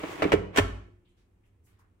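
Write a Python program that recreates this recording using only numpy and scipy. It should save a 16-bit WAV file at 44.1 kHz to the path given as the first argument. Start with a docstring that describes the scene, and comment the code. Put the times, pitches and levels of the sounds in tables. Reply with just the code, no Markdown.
"""An air fryer basket knocks against its housing and shuts with a clunk, close by in a quiet kitchen.
Pushed along its rails, it scrapes by stick-slip friction, knocks twice, then snaps past the catch.
Each impact excites free vibration: the plastic shell clacks and booms, its walls and the metal pan ring,
and heavy blows rock the fryer on its feet. One low note lingers as the hand brushes off the handle.
The room adds diffuse reverberation, a faint rumble and a hum."""
import sys
import numpy as np
from scipy import signal
from scipy.fft import rfft, irfft
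from scipy.io import wavfile

SR = 44100
rng = np.random.default_rng(int(sys.argv[2]) if len(sys.argv) > 2 else 0)


def dump_mix(stems):
    """Bounce the given channels to the path in sys.argv[1] as a 16-bit WAV at rate SR."""
    frames = np.atleast_2d(stems).T  # one column per channel
    limited = np.clip(frames, -1, 1)  # hard clip at full scale
    pcm = np.round(limited * 32767).astype(np.int16)
    wavfile.write(sys.argv[1], SR, pcm)


N = 88200

# impacts of basket on housing (time [s], boom level [dB], clack level [dB], tick level [dB])
IMPACTS = [(0.0341, -39.5, -29.5, -75.5), (0.0379, -31, -30.5, -70), (0.195, -37.5, -39.5, -69),
           (.221, -34, -15, -42), (.2275, -22, -18, -44), (.241, -24.5, -19.5, -59.5),
           (0.2534, -15, -39.5, -82.5), (.319, -39.5, -13.5, -35.5), (0.3274, -19, -15.5, -37),
           (0.3369, -10.5, -20, -45.5), (.339, -13.5, -32.5, -62), (.560, -39.5, -23, -32.5),
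           (0.566, -44, -26.5, -38), (0.5721, -33.5, -16.5, -22.5), (0.575, -31.5, -20, -32.5),
           (0.5817, -25.5, -18, -38.5), (0.584, -20.5, -8, -29.5), (.589, -22.5, -18, -39.5),
           (0.5964, -28, -37, -53), (0.884, -52.5, -86, -102)]
# modes of the hollow housing (frequency [Hz], gain [dB], T60 [s], left minus right [dB])
HOLLOW_MODES = [(197, -11, .14, 1), (226, -22, .3, 1), (297, -1, .085, -2), (320, -6, .08, -3),
                (402, 0, .065, -8), (436, -9, .05, -7)]
# ringing modes of the housing walls and metal pan, sounded by hard contacts
# (frequency [Hz], gain [dB], T60 [s], left minus right [dB])
WALL_AND_PAN_MODES = [(576, 2, .07, -2), (622, -1, .08, -1), (690, -3, .05, 0), (825, -2, .05, 1),
                      (1130, -4, .07, 1), (1292, -6, .1, 2), (1480, -4, .12, 1), (1800, 3, .07, -2),
                      (2020, -2, .08, -3), (2152, -9, .22, -2), (2305, 1, .09, -3), (2525, 0, .09, -2),
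                      (2978, -6, .13, -2)]
# spectra of the plastic's clack and sharp tick (frequency [Hz], relative density [dB])
CLACK_SPECTRUM = [(60, -19.5), (250, 1.5), (470, 3), (600, 12.5), (820, -0.5), (1000, -2), (1300, -0.5),
                  (1800, -2), (2600, -7), (3600, -15.5), (4200, -17), (9000, -43), (16000, -52)]
TICK_SPECTRUM = [(500, -31), (2000, 5), (3400, 6.5), (4300, -9), (6000, -1.5), (8000, -3), (10000, -10.5),
                 (15500, -16.5)]
# damping of the clack and tick (frequency [Hz], T60 [s])
CLACK_DECAY = [(200, .06), (1000, .042), (2500, .04), (8000, .035), (16000, .03)]
TICK_DECAY = [(2000, 0.089), (6000, 0.081), (16000, 0.085)]
# blows that rock the fryer (time [s], bounce level [dB], sway level [dB])
HEAVY_BLOWS = [(0.23, -33, -53.5), (0.331, -26.5, -31.5), (0.364, -31, -37.5), (.601, -18.5, -38.5),
               (0.63, -35, -25.5), (0.727, -37.5, -38.5)]
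# course of the rail friction (time [s], body level [dB], hiss level [dB])
FRICTION_LEVELS = [(0, -43, -60), (.05, -39.5, -59.5), (0.119, -39, -54.5), (.17, -43, -59.5),
                   (0.211, -38, -60), (0.302, -37, -62.5), (0.339, -44, -75), (0.421, -69.5, -97),
                   (.52, -63, -94.5), (.548, -40.5, -67.5), (0.574, -38, -54.5), (0.601, -81.5, -97.5)]
# spectra of the scrape's hollow body and fine hiss (frequency [Hz], relative density [dB])
BODY_SPECTRUM = [(40, -15), (100, 0.5), (200, -10.5), (330, 6), (520, -2.5), (1100, -3), (1500, -7.5),
                 (2400, -7.5), (3400, -15), (4400, -27.5), (8000, -50.5), (15500, -60)]
HISS_SPECTRUM = [(1500, -28), (4000, -5.5), (6400, -0.5), (8200, -3), (10500, -9), (15500, -10.5)]
# fingers on the handle (time [s], rise [s], fade [s], level [dB], centre [Hz], width [octaves])
FINGER_RUBS = [(1.047, 0.009, 0.094, -75.5, 2894, 0.37), (1.072, 0.027, .06, -82.5, 7940, 0.42),
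               (1.16, 0.025, 0.087, -74.5, 1940, 1.3), (1.43, .012, 0.075, -77, 2250, 0.39),
               (1.445, 0.018, .05, -82, 7500, 0.67), (1.632, 0.031, 0.083, -70.5, 8900, 0.66),
               (1.66, 0.012, 0.15, -74, 1572, 0.95), (1.783, 0.012, 0.086, -68.5, 1163, 0.52),
               (1.784, 0.0099, .04, -74, 5914, 1.4)]
# reverberation time of the kitchen (frequency [Hz], T60 [s])
ROOM_DECAY = [(60, .42), (160, .7), (280, .5), (500, .52), (1200, .47), (2400, .53), (3500, .48),
              (5000, .48), (9000, .41), (15000, .26)]
# strength of the reverberation (frequency [Hz], gain [dB])
ROOM_RESPONSE = [(50, -14), (100, -9.5), (170, -8.5), (400, -15.5), (1100, -12), (2300, -17.5),
                 (4000, -15.5), (8000, -15.5), (15000, -13.5)]
# spectrum of the room tone (frequency [Hz], relative density [dB])
RUMBLE_SPECTRUM = [(15, -45), (25, -1.5), (102, 2.5), (149, -15.5), (185, -6), (212, -12.5), (344, -12.5),
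                   (607, -25.5), (1400, -35.5), (5000, -50), (8140, -43.5), (16000, -51.5)]
# likeness of the two channels (frequency [Hz], correlation [0 to 1])
STEREO_COHERENCE = [(60, .98), (180, 0.92), (350, 0.61), (700, 0.06), (16000, .05)]
# balance of the two channels (frequency [Hz], left minus right [dB])
STEREO_BALANCE = [(100, -1), (270, 1), (450, -0.5), (750, -2.5), (1200, 4.5), (2000, -3.5), (3300, 0),
                  (5500, 0.5), (15000, -0.5)]

# rocking on the feet (frequency [Hz], gain [dB], T60 [s], left minus right [dB])
BOUNCE_MODE, SWAY_MODE = (91, 0, .24, .5), (53, 0, .36, 0)
BOOM_RISE_S, CONTACT_RISE_S, ROCK_RISE_S, RIGHT_DELAY_S = .0016, .00082, .0026, .00046
RING_RE_CLACK_DB, SHELL_SHARE = -19, .3  # share of the noise power common to all impacts
SLIPS_PER_S, SLIP_SPREAD_DB = 4200, -5.5
LINGER_AT_S, LINGER_HZ, LINGER_DB, LINGER_T60_S = .586, 355, -49.5, 1.3
RUMBLE_DB, HUM_HZ, HUM_DB = -65, 98, -75
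CUTOFF_HZ = 15900


def basket_impacts():
    """Impact excitation: the housing booms, its walls and the pan ring, the plastic clacks and ticks."""
    out = np.zeros((2, N))
    boom = damped_modes(HOLLOW_MODES, BOOM_RISE_S, RIGHT_DELAY_S)
    ring = amp(RING_RE_CLACK_DB) * damped_modes(WALL_AND_PAN_MODES, CONTACT_RISE_S, RIGHT_DELAY_S)
    shell = noise(.1)
    rise = 1 - np.exp(-np.arange(shell.shape[1]) / SR / CONTACT_RISE_S)
    for start, boom_db, clack_db, tick_db in IMPACTS:
        excitation = np.sqrt(SHELL_SHARE) * shell + np.sqrt(1 - SHELL_SHARE) * noise(.1)
        clack = damp_bands(unit_rms(stereo_filter(excitation, CLACK_SPECTRUM)), CLACK_DECAY)
        tick = damp_bands(unit_rms(stereo_filter(excitation, TICK_SPECTRUM)), TICK_DECAY)
        add(out, start, rise * (amp(clack_db) * clack + amp(tick_db) * tick))
        add(out, start, amp(boom_db) * boom + amp(clack_db) * ring)
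    return out


def fryer_rocking():
    """Mass on a spring: heavy blows make the fryer bounce and sway on its rubber feet."""
    out = np.zeros((2, N))
    bounce = damped_modes([BOUNCE_MODE], ROCK_RISE_S)
    sway = damped_modes([SWAY_MODE], ROCK_RISE_S)
    for start, bounce_db, sway_db in HEAVY_BLOWS:
        add(out, start, amp(bounce_db) * bounce + amp(sway_db) * sway)
    return out


def rail_scrape():
    """Stick-slip friction: tiny random slips over a smooth rub drive a hollow body and a fine hiss."""
    t = np.arange(N) / SR
    slips = rng.random(N) < SLIPS_PER_S / SR
    strengths = amp(SLIP_SPREAD_DB * np.minimum(rng.exponential(1, N), 4))
    friction = unit_rms(slips * strengths * noise(N / SR)) + noise(N / SR)
    times, body_db, hiss_db = np.transpose(FRICTION_LEVELS)
    body = unit_rms(stereo_filter(friction, BODY_SPECTRUM)) * amp(np.interp(t, times, body_db))
    hiss = unit_rms(stereo_filter(friction, HISS_SPECTRUM)) * amp(np.interp(t, times, hiss_db))
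    return body + hiss


def lingering_mode():
    """Free decay: one lightly damped mode of the metal rings on after the closing clunk."""
    t = np.maximum(np.arange(N) / SR - LINGER_AT_S, 0)
    return amp(LINGER_DB - 60 * t / LINGER_T60_S) * np.sin(2 * np.pi * LINGER_HZ * t)


def finger_rubs():
    """Sliding friction: skin leaving the handle gives soft bursts of band-limited noise."""
    out, t = np.zeros((2, N)), np.arange(SR // 2) / SR
    hz = np.fft.rfftfreq(len(t), 1 / SR) + 1
    for start, rise_s, fade_s, db, centre, octaves in FINGER_RUBS:
        band = np.exp(-.5 * (np.log2(hz / centre) / octaves) ** 2)
        rub = unit_rms(irfft(rfft(noise(.5)) * band))
        envelope = np.minimum(t / rise_s, 1) * np.exp(-(t / fade_s) ** 2)
        add(out, start, amp(db) * rub * envelope)
    return out


def kitchen_reverberation(direct, build_s=.01, length_s=.9):
    """Diffuse field: the dense reflections of a small hard room act as a decaying noise response."""
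    t = np.arange(SR) / SR
    tail = damp_bands(noise(1), ROOM_DECAY) * (1 - np.exp(-t / build_s))
    response = stereo_filter(tail / np.linalg.norm(tail[0]), ROOM_RESPONSE) * (t < length_s)
    return signal.fftconvolve(direct, response, axes=1)[:, :N]


def room_tone():
    """Noise floor: a faint rumble and the pure tone of a humming appliance."""
    rumble = unit_rms(stereo_filter(noise(N / SR), RUMBLE_SPECTRUM))
    hum = np.sqrt(2) * np.sin(2 * np.pi * HUM_HZ * np.arange(N) / SR)
    return amp(RUMBLE_DB) * rumble + amp(HUM_DB) * hum


def damped_modes(modes, rise_s, right_delay_s=0):
    """Modal superposition: decaying sinusoids, with a level and time offset between the channels."""
    t = np.maximum(np.arange(SR) / SR - np.array([[0], [right_delay_s]]), 0)
    side = np.array([[.5], [-.5]])
    ringing = sum(amp(db - 60 * t / t60 + side * balance_db) * np.sin(2 * np.pi * hz * t)
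                  for hz, db, t60, balance_db in modes)
    return ringing * (1 - np.exp(-t / rise_s))


def damp_bands(x, decay):
    """Frequency-dependent damping: each band falls 60 dB in its own T60."""
    n = x.shape[1]
    hz, t, spectrum = np.fft.rfftfreq(n, 1 / SR), np.arange(n) / SR, rfft(x)
    centres, t60s = np.transpose(decay)
    bands = [log_interp(list(zip(centres, weights)), hz) for weights in np.eye(len(decay))]
    return sum(irfft(spectrum * band, n) * amp(-60 * t / t60) for band, t60 in zip(bands, t60s))


def stereo_filter(white, gains):
    """Partial coherence: two independent noises are blended, balanced and spectrally shaped."""
    n = white.shape[1]
    hz = np.fft.rfftfreq(n, 1 / SR)
    left, independent = rfft(white)
    coherence = log_interp(STEREO_COHERENCE, hz)
    right = coherence * left + np.sqrt(1 - coherence ** 2) * independent
    balance = amp(log_interp(STEREO_BALANCE, hz) / 2)
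    return irfft(np.array([left * balance, right / balance]) * amp(log_interp(gains, hz)), n)


def log_interp(points, hz):
    frequencies, values = np.transpose(points)
    return np.interp(np.log(hz + 1), np.log(frequencies + 1), values)


def amp(db):
    return 10 ** (np.asarray(db) / 20)


def unit_rms(x):
    return x / np.sqrt(np.mean(x ** 2) + 1e-20)


def noise(seconds):
    return rng.standard_normal((2, round(seconds * SR)))


def add(mix, start_s, sound):
    part = mix[:, max(round(start_s * SR), 0):]
    part[:, :sound.shape[1]] += sound[:, :part.shape[1]]


def scene():
    """Superposition: direct sound, reverberation and background add linearly."""
    direct = basket_impacts() + fryer_rocking() + rail_scrape() + finger_rubs()
    return direct + lingering_mode() + kitchen_reverberation(direct) + room_tone()


def record(dry):
    """Band limiting: a linear-phase low-pass filter removes the highest treble."""
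    taps = signal.firwin(511, CUTOFF_HZ, window=("kaiser", 9), fs=SR)
    return signal.oaconvolve(dry, taps[None], "same")


dry = scene()
out = record(dry)
dump_mix(out)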